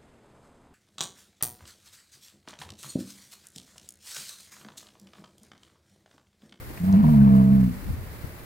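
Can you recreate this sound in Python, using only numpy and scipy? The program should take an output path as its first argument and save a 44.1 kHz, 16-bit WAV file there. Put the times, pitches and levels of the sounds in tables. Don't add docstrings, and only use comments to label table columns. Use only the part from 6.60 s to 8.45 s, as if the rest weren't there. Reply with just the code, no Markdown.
import sys
import numpy as np
from scipy import signal
from scipy.fft import rfft, irfft
from scipy.io import wavfile
from scipy.ndimage import uniform_filter1d

SR = 44100
rng = np.random.default_rng(int(sys.argv[2]) if len(sys.argv) > 2 else 0)


def unload_wav(signal):
    wavfile.write(
        sys.argv[1],
        SR,
        np.round(np.clip(np.atleast_2d(signal).T, -1, 1) * 32767).astype(np.int16),
    )


N = 81585

# freq_hz, density_db
WASH_SPECTRUM = [(30, -4.5), (80, 9.5), (200, 0), (350, -4), (480, -5), (700, -8.5), (1200, -11.5),
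                 (2000, -13), (3200, -24), (4500, -24), (6000, -29), (7600, -28.5), (10000, -27),
                 (14500, -24), (16000, -24.5)]
# freq_hz, left_right_correlation
WASH_CORRELATION = [(60, 0.72), (300, 1), (640, 0.28), (1400, 0.049), (3000, 0)]
# freq_hz, left_minus_right_db
WASH_PAN = [(100, -3.5), (380, -1.5), (1000, 0), (2400, -1.5), (4400, -1.5), (8100, 4), (15000, 6.5)]
# time_s, gain_db
HISS_RIDE = [(0, 6), (.15, 6), (.26, 8), (.4, 4), (.51, 8), (.66, 2), (.77, 6), (.88, 3.5), (1.25, 6),
             (1.4, 3), (1.54, 5), (1.8, 4)]
# freq_hz, density_db
WIND_SPECTRUM = [(5, -35.5), (25, 7.5), (40, 16), (80, 11), (140, 10), (250, -15.5), (500, -34.5)]
# time_s, level_db
WIND_RIDE = [(0, -42), (.6, -47.5), (1.03, -37.5), (1.2, -40.5), (1.32, -35), (1.45, -44), (1.85, -52)]
# centre_s, level_db, pitch_hz, half_length_s, left_minus_right_db
WIND_BUMPS = [(1.268, -38, 80, .014, 14), (1.286, -37, 205, .012, -18), (1.303, -34, 62, .011, 22),
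              (1.307, -30, 125, .009, -21), (1.34, -25, 84, .018, 6), (1.385, -36, 122, .02, -14),
              (1.42, -36, 90, .012, -3), (1.645, -29.5, 118, .0046, 17)]
# start_s, level_db, centre_hz, decay_s, width_octaves
CLOSE_TICKS = [(.102, -35.5, 330, .005, .22), (.173, -46, 2100, .003, .25),
               (.3257, -40.5, 5500, .0008, .36), (.61, -43.5, 1580, .003, .2), (1.224, -43, 280, .006, .4)]
# start_s, level_db
CLUCK_HITS = [(.398, -35), (.4405, -19), (.486, -21.5), (.537, -23.5), (.583, -34)]
# pitch_hz, gain_db, t60_s
CLUCK_RING = [(695, -3, .04), (820, -6, .025), (950, 0, .04), (1050, -7, .03)]
# time_s, pitch_hz, level_db
CALL_OPENING = [(.196, 84.8, -51), (.208, 85.5, -25.5), (.231, 89.6, -29), (.241, 93.4, -18.5),
                (.261, 93, -26), (.272, 94.6, -18.5), (.298, 97.8, -15.8), (.317, 97.8, -20),
                (.333, 95, -13.5), (.36, 96, -13), (.385, 106.6, -16.5), (.41, 103, -14), (.425, 91, -21)]
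# time_s, pitch_hz, level_db
CALL_GROWL = [(.438, 82, -15.5), (.456, 75.5, -14.8), (.49, 77.3, -15), (.524, 75.3, -15.3),
              (.565, 70.2, -12.6), (.67, 67.3, -11.8), (.745, 65.7, -13.6), (.842, 65.2, -16),
              (.895, 65.8, -16.5), (.918, 67.5, -14.5), (.958, 66.3, -15.3), (1.02, 63.6, -18),
              (1.068, 62, -19.5), (1.09, 59.5, -27), (1.115, 58, -30), (1.13, 57, -42)]
# time_s, depth_db
SHIMMER_DEPTH = [(.25, .6), (.45, .4), (.6, .2), (.82, .3), (1.05, 1.1)]
# freq_hz, gain_db
THROAT_RESPONSE = [(60, -15.5), (100, -7.5), (135, -7), (165, 3.5), (198, 0.5), (232, -3), (264, -18.5),
                   (320, -34), (400, -33), (465, -22), (540, -65.5), (600, -38), (657, -20.5), (730, -36.5),
                   (830, -58), (950, -32), (1040, -39), (1140, -30.5), (1350, -45.5), (1800, -66.5),
                   (3000, -73.5)]
# time_s, gain_db
MOUTH_OPENING = [(.2, -6.5), (.35, -0.5), (.39, -16.5), (.48, -3.5), (.57, -7), (.68, -5.5), (.82, 0.5),
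                 (.91, -6.5), (.98, -4), (1.1, -9.5)]
# time_s, gain_db
FUNDAMENTAL_RIDE = [(.3, -2.5), (.345, -4.5), (.375, -17), (.422, -21), (.45, -1), (.68, -6.5), (.74, -6),
                    (.83, -2.5), (.95, -4.5), (1.04, 4)]
# freq_hz, density_db
RASP_SPECTRUM = [(60, -1), (180, 11), (270, 0), (360, -21), (660, -7.5), (1000, -8), (1700, -19),
                 (3100, -29.5), (4000, -30.5), (9000, -64.5)]
# time_s, gain_db
RASP_RIDE = [(.22, -19), (.35, -16.5), (.44, -13), (.6, -22.5), (.78, -18.5), (.95, -23.5)]
# time_s, depth_0_to_1
CREAK_DEPTH = [(.97, 0), (1.06, .35), (1.1, .9)]
# freq_hz, left_minus_right_db
VOICE_PAN = [(100, -0.5), (200, -0.6), (460, -3.5), (670, -5), (950, 3.5), (1800, 0.5)]

HIGH_CUT_HZ = 15850
TIME_S, BINS_HZ = np.arange(N) / SR, np.fft.rfftfreq(N, 1 / SR)


def amp(db):
    return 10 ** (np.asarray(db) / 20)


def unit(x):
    return x / np.sqrt(np.mean(x ** 2) + 1e-20)


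def at_hz(points, hz=BINS_HZ):
    freq_hz, value = np.transpose(points)
    return np.interp(np.log(hz + 1), np.log(freq_hz + 1), value)


def curve(points):
    return np.interp(TIME_S, *np.transpose(points))


def pan(side_db):
    return amp(np.array([[.5], [-.5]]) * side_db)


def placed(x, lead_s, side_db):
    shift = np.exp(2j * np.pi * BINS_HZ * lead_s * np.array([[.5], [-.5]]))
    return irfft(rfft(x) * pan(side_db) * shift, N)


def noise(spectrum_db):
    return unit(irfft(rfft(rng.standard_normal(N)) * amp(spectrum_db), N))


def wobble(rate_hz):
    return noise(-10 * np.log10(1 + (BINS_HZ / rate_hz) ** 6))


def wash(level_db=-42, flicker_db=.86, knee_hz=3020):
    left, other = rfft(rng.standard_normal((2, N)))
    shared = at_hz(WASH_CORRELATION)
    right = shared * left + np.sqrt(1 - shared ** 2) * other
    spectrum = np.array([left, right]) * amp(at_hz(WASH_SPECTRUM)) * pan(at_hz(WASH_PAN))
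    air = unit(irfft(spectrum * (BINS_HZ < HIGH_CUT_HZ), N))
    hiss = irfft(rfft(air) * BINS_HZ ** 2 / (BINS_HZ ** 2 + knee_hz ** 2), N)
    return amp(level_db + flicker_db * wobble(40)) * (air - hiss + hiss * amp(curve(HISS_RIDE)))


def wind(grit=.25):
    rumble = np.array([noise(at_hz(WIND_SPECTRUM)) for _ in range(2)])
    out = rumble * amp(curve(WIND_RIDE)) * pan(side_db=5)
    for centre_s, level_db, pitch_hz, half_length_s, side_db in WIND_BUMPS:
        t = TIME_S - centre_s
        rough = noise(at_hz(WIND_SPECTRUM, BINS_HZ / 2))
        eddy = grit * rough - np.sin(2 * np.pi * pitch_hz * t)
        out += pan(side_db) * amp(level_db) * np.exp(-(t / half_length_s) ** 2) * eddy
    return out


def ticks():
    out = np.zeros((2, N))
    for start_s, level_db, centre_hz, decay_s, width_octaves in CLOSE_TICKS:
        age = np.maximum(TIME_S - start_s, 0) / decay_s
        band_db = -4 * (np.log2((BINS_HZ + 1) / centre_hz) / width_octaves) ** 2
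        middle = noise(band_db)
        sides = np.array([noise(band_db), noise(band_db)])
        out += amp(level_db) * age * np.exp(1 - age) * (middle + .5 * sides)
    return out


def forest(x, send_db=-15, t60_s=.38, predelay_s=.055):
    t = np.arange(SR) / SR
    tail = rng.standard_normal((2, SR)) * amp(-60 * t / t60_s) * (t > predelay_s)
    tail = tail + .5 * tail[::-1]
    tail /= np.linalg.norm(tail[0])
    return amp(send_db) * signal.fftconvolve(x[None], tail, axes=1)[:, :N]


def clucks(attack_s=.003):
    out = np.zeros(N)
    for start_s, level_db in CLUCK_HITS:
        t = np.maximum(TIME_S - start_s, 0)
        attack = np.minimum(t / attack_s, 1)
        for pitch_hz, gain_db, t60_s in CLUCK_RING:
            out += attack * amp(level_db + gain_db - 60 * t / t60_s) * np.sin(2 * np.pi * pitch_hz * t)
    return out


def rasp(fold_phase, pulse_depth=.47):
    breath = noise(at_hz(RASP_SPECTRUM))
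    return amp(curve(RASP_RIDE)) * breath * (1 + pulse_depth * np.cos(fold_phase))


def creak(voice):
    envelope = uniform_filter1d(abs(signal.hilbert(voice)), size=100)
    return voice * unit(envelope) ** curve(CREAK_DEPTH)


def throat(pitch_hz, fold_phase, harmonics=43, mouth_hz=334):
    log_gain = np.log(amp(at_hz(THROAT_RESPONSE, abs(np.fft.fftfreq(SR, 1 / SR)))))
    phase_per_hz = -signal.hilbert(log_gain).imag
    mouth_db = curve(MOUTH_OPENING)
    voice, power = np.zeros(N), np.zeros(N)
    for k in range(1, harmonics + 1):
        hz = k * pitch_hz
        mouth_share = np.clip(2 * hz / mouth_hz - 1.5, 0, 1)
        gain = amp(at_hz(THROAT_RESPONSE, hz) + mouth_db * mouth_share)
        if k == 1:
            gain *= amp(curve(FUNDAMENTAL_RIDE))
        voice += gain * np.cos(k * fold_phase + np.interp(hz, np.arange(SR), phase_per_hz))
        power += gain ** 2 / 2
    return voice / np.sqrt(power)


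def bellow(jitter=.004, flutter_hz=45.8):
    time_s, call_hz, call_db = np.transpose(CALL_OPENING + CALL_GROWL)
    pitch_hz = np.interp(TIME_S, time_s, call_hz) * (1 + jitter * wobble(flutter_hz))
    level_db = np.interp(TIME_S, time_s, call_db) + curve(SHIMMER_DEPTH) * wobble(flutter_hz)
    calling = (TIME_S > time_s[0]) & (TIME_S < time_s[-1])
    effort = uniform_filter1d(amp(level_db) * calling, size=200)
    fold_phase = 2 * np.pi * np.cumsum(pitch_hz) / SR
    return effort * creak(throat(pitch_hz, fold_phase) + rasp(fold_phase))


def scene():
    voice = bellow()
    direct = placed(voice, lead_s=.00041, side_db=at_hz(VOICE_PAN))
    knocks = placed(clucks(), lead_s=-.00033, side_db=-1.5)
    return direct + knocks + forest(voice) + ticks() + wind() + wash()


def record(dry):
    high_cut = signal.firwin(511, HIGH_CUT_HZ, window=("kaiser", 9), fs=SR)
    return signal.oaconvolve(dry, high_cut[None], "same")


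dry = scene()
out = record(dry)
unload_wav(out)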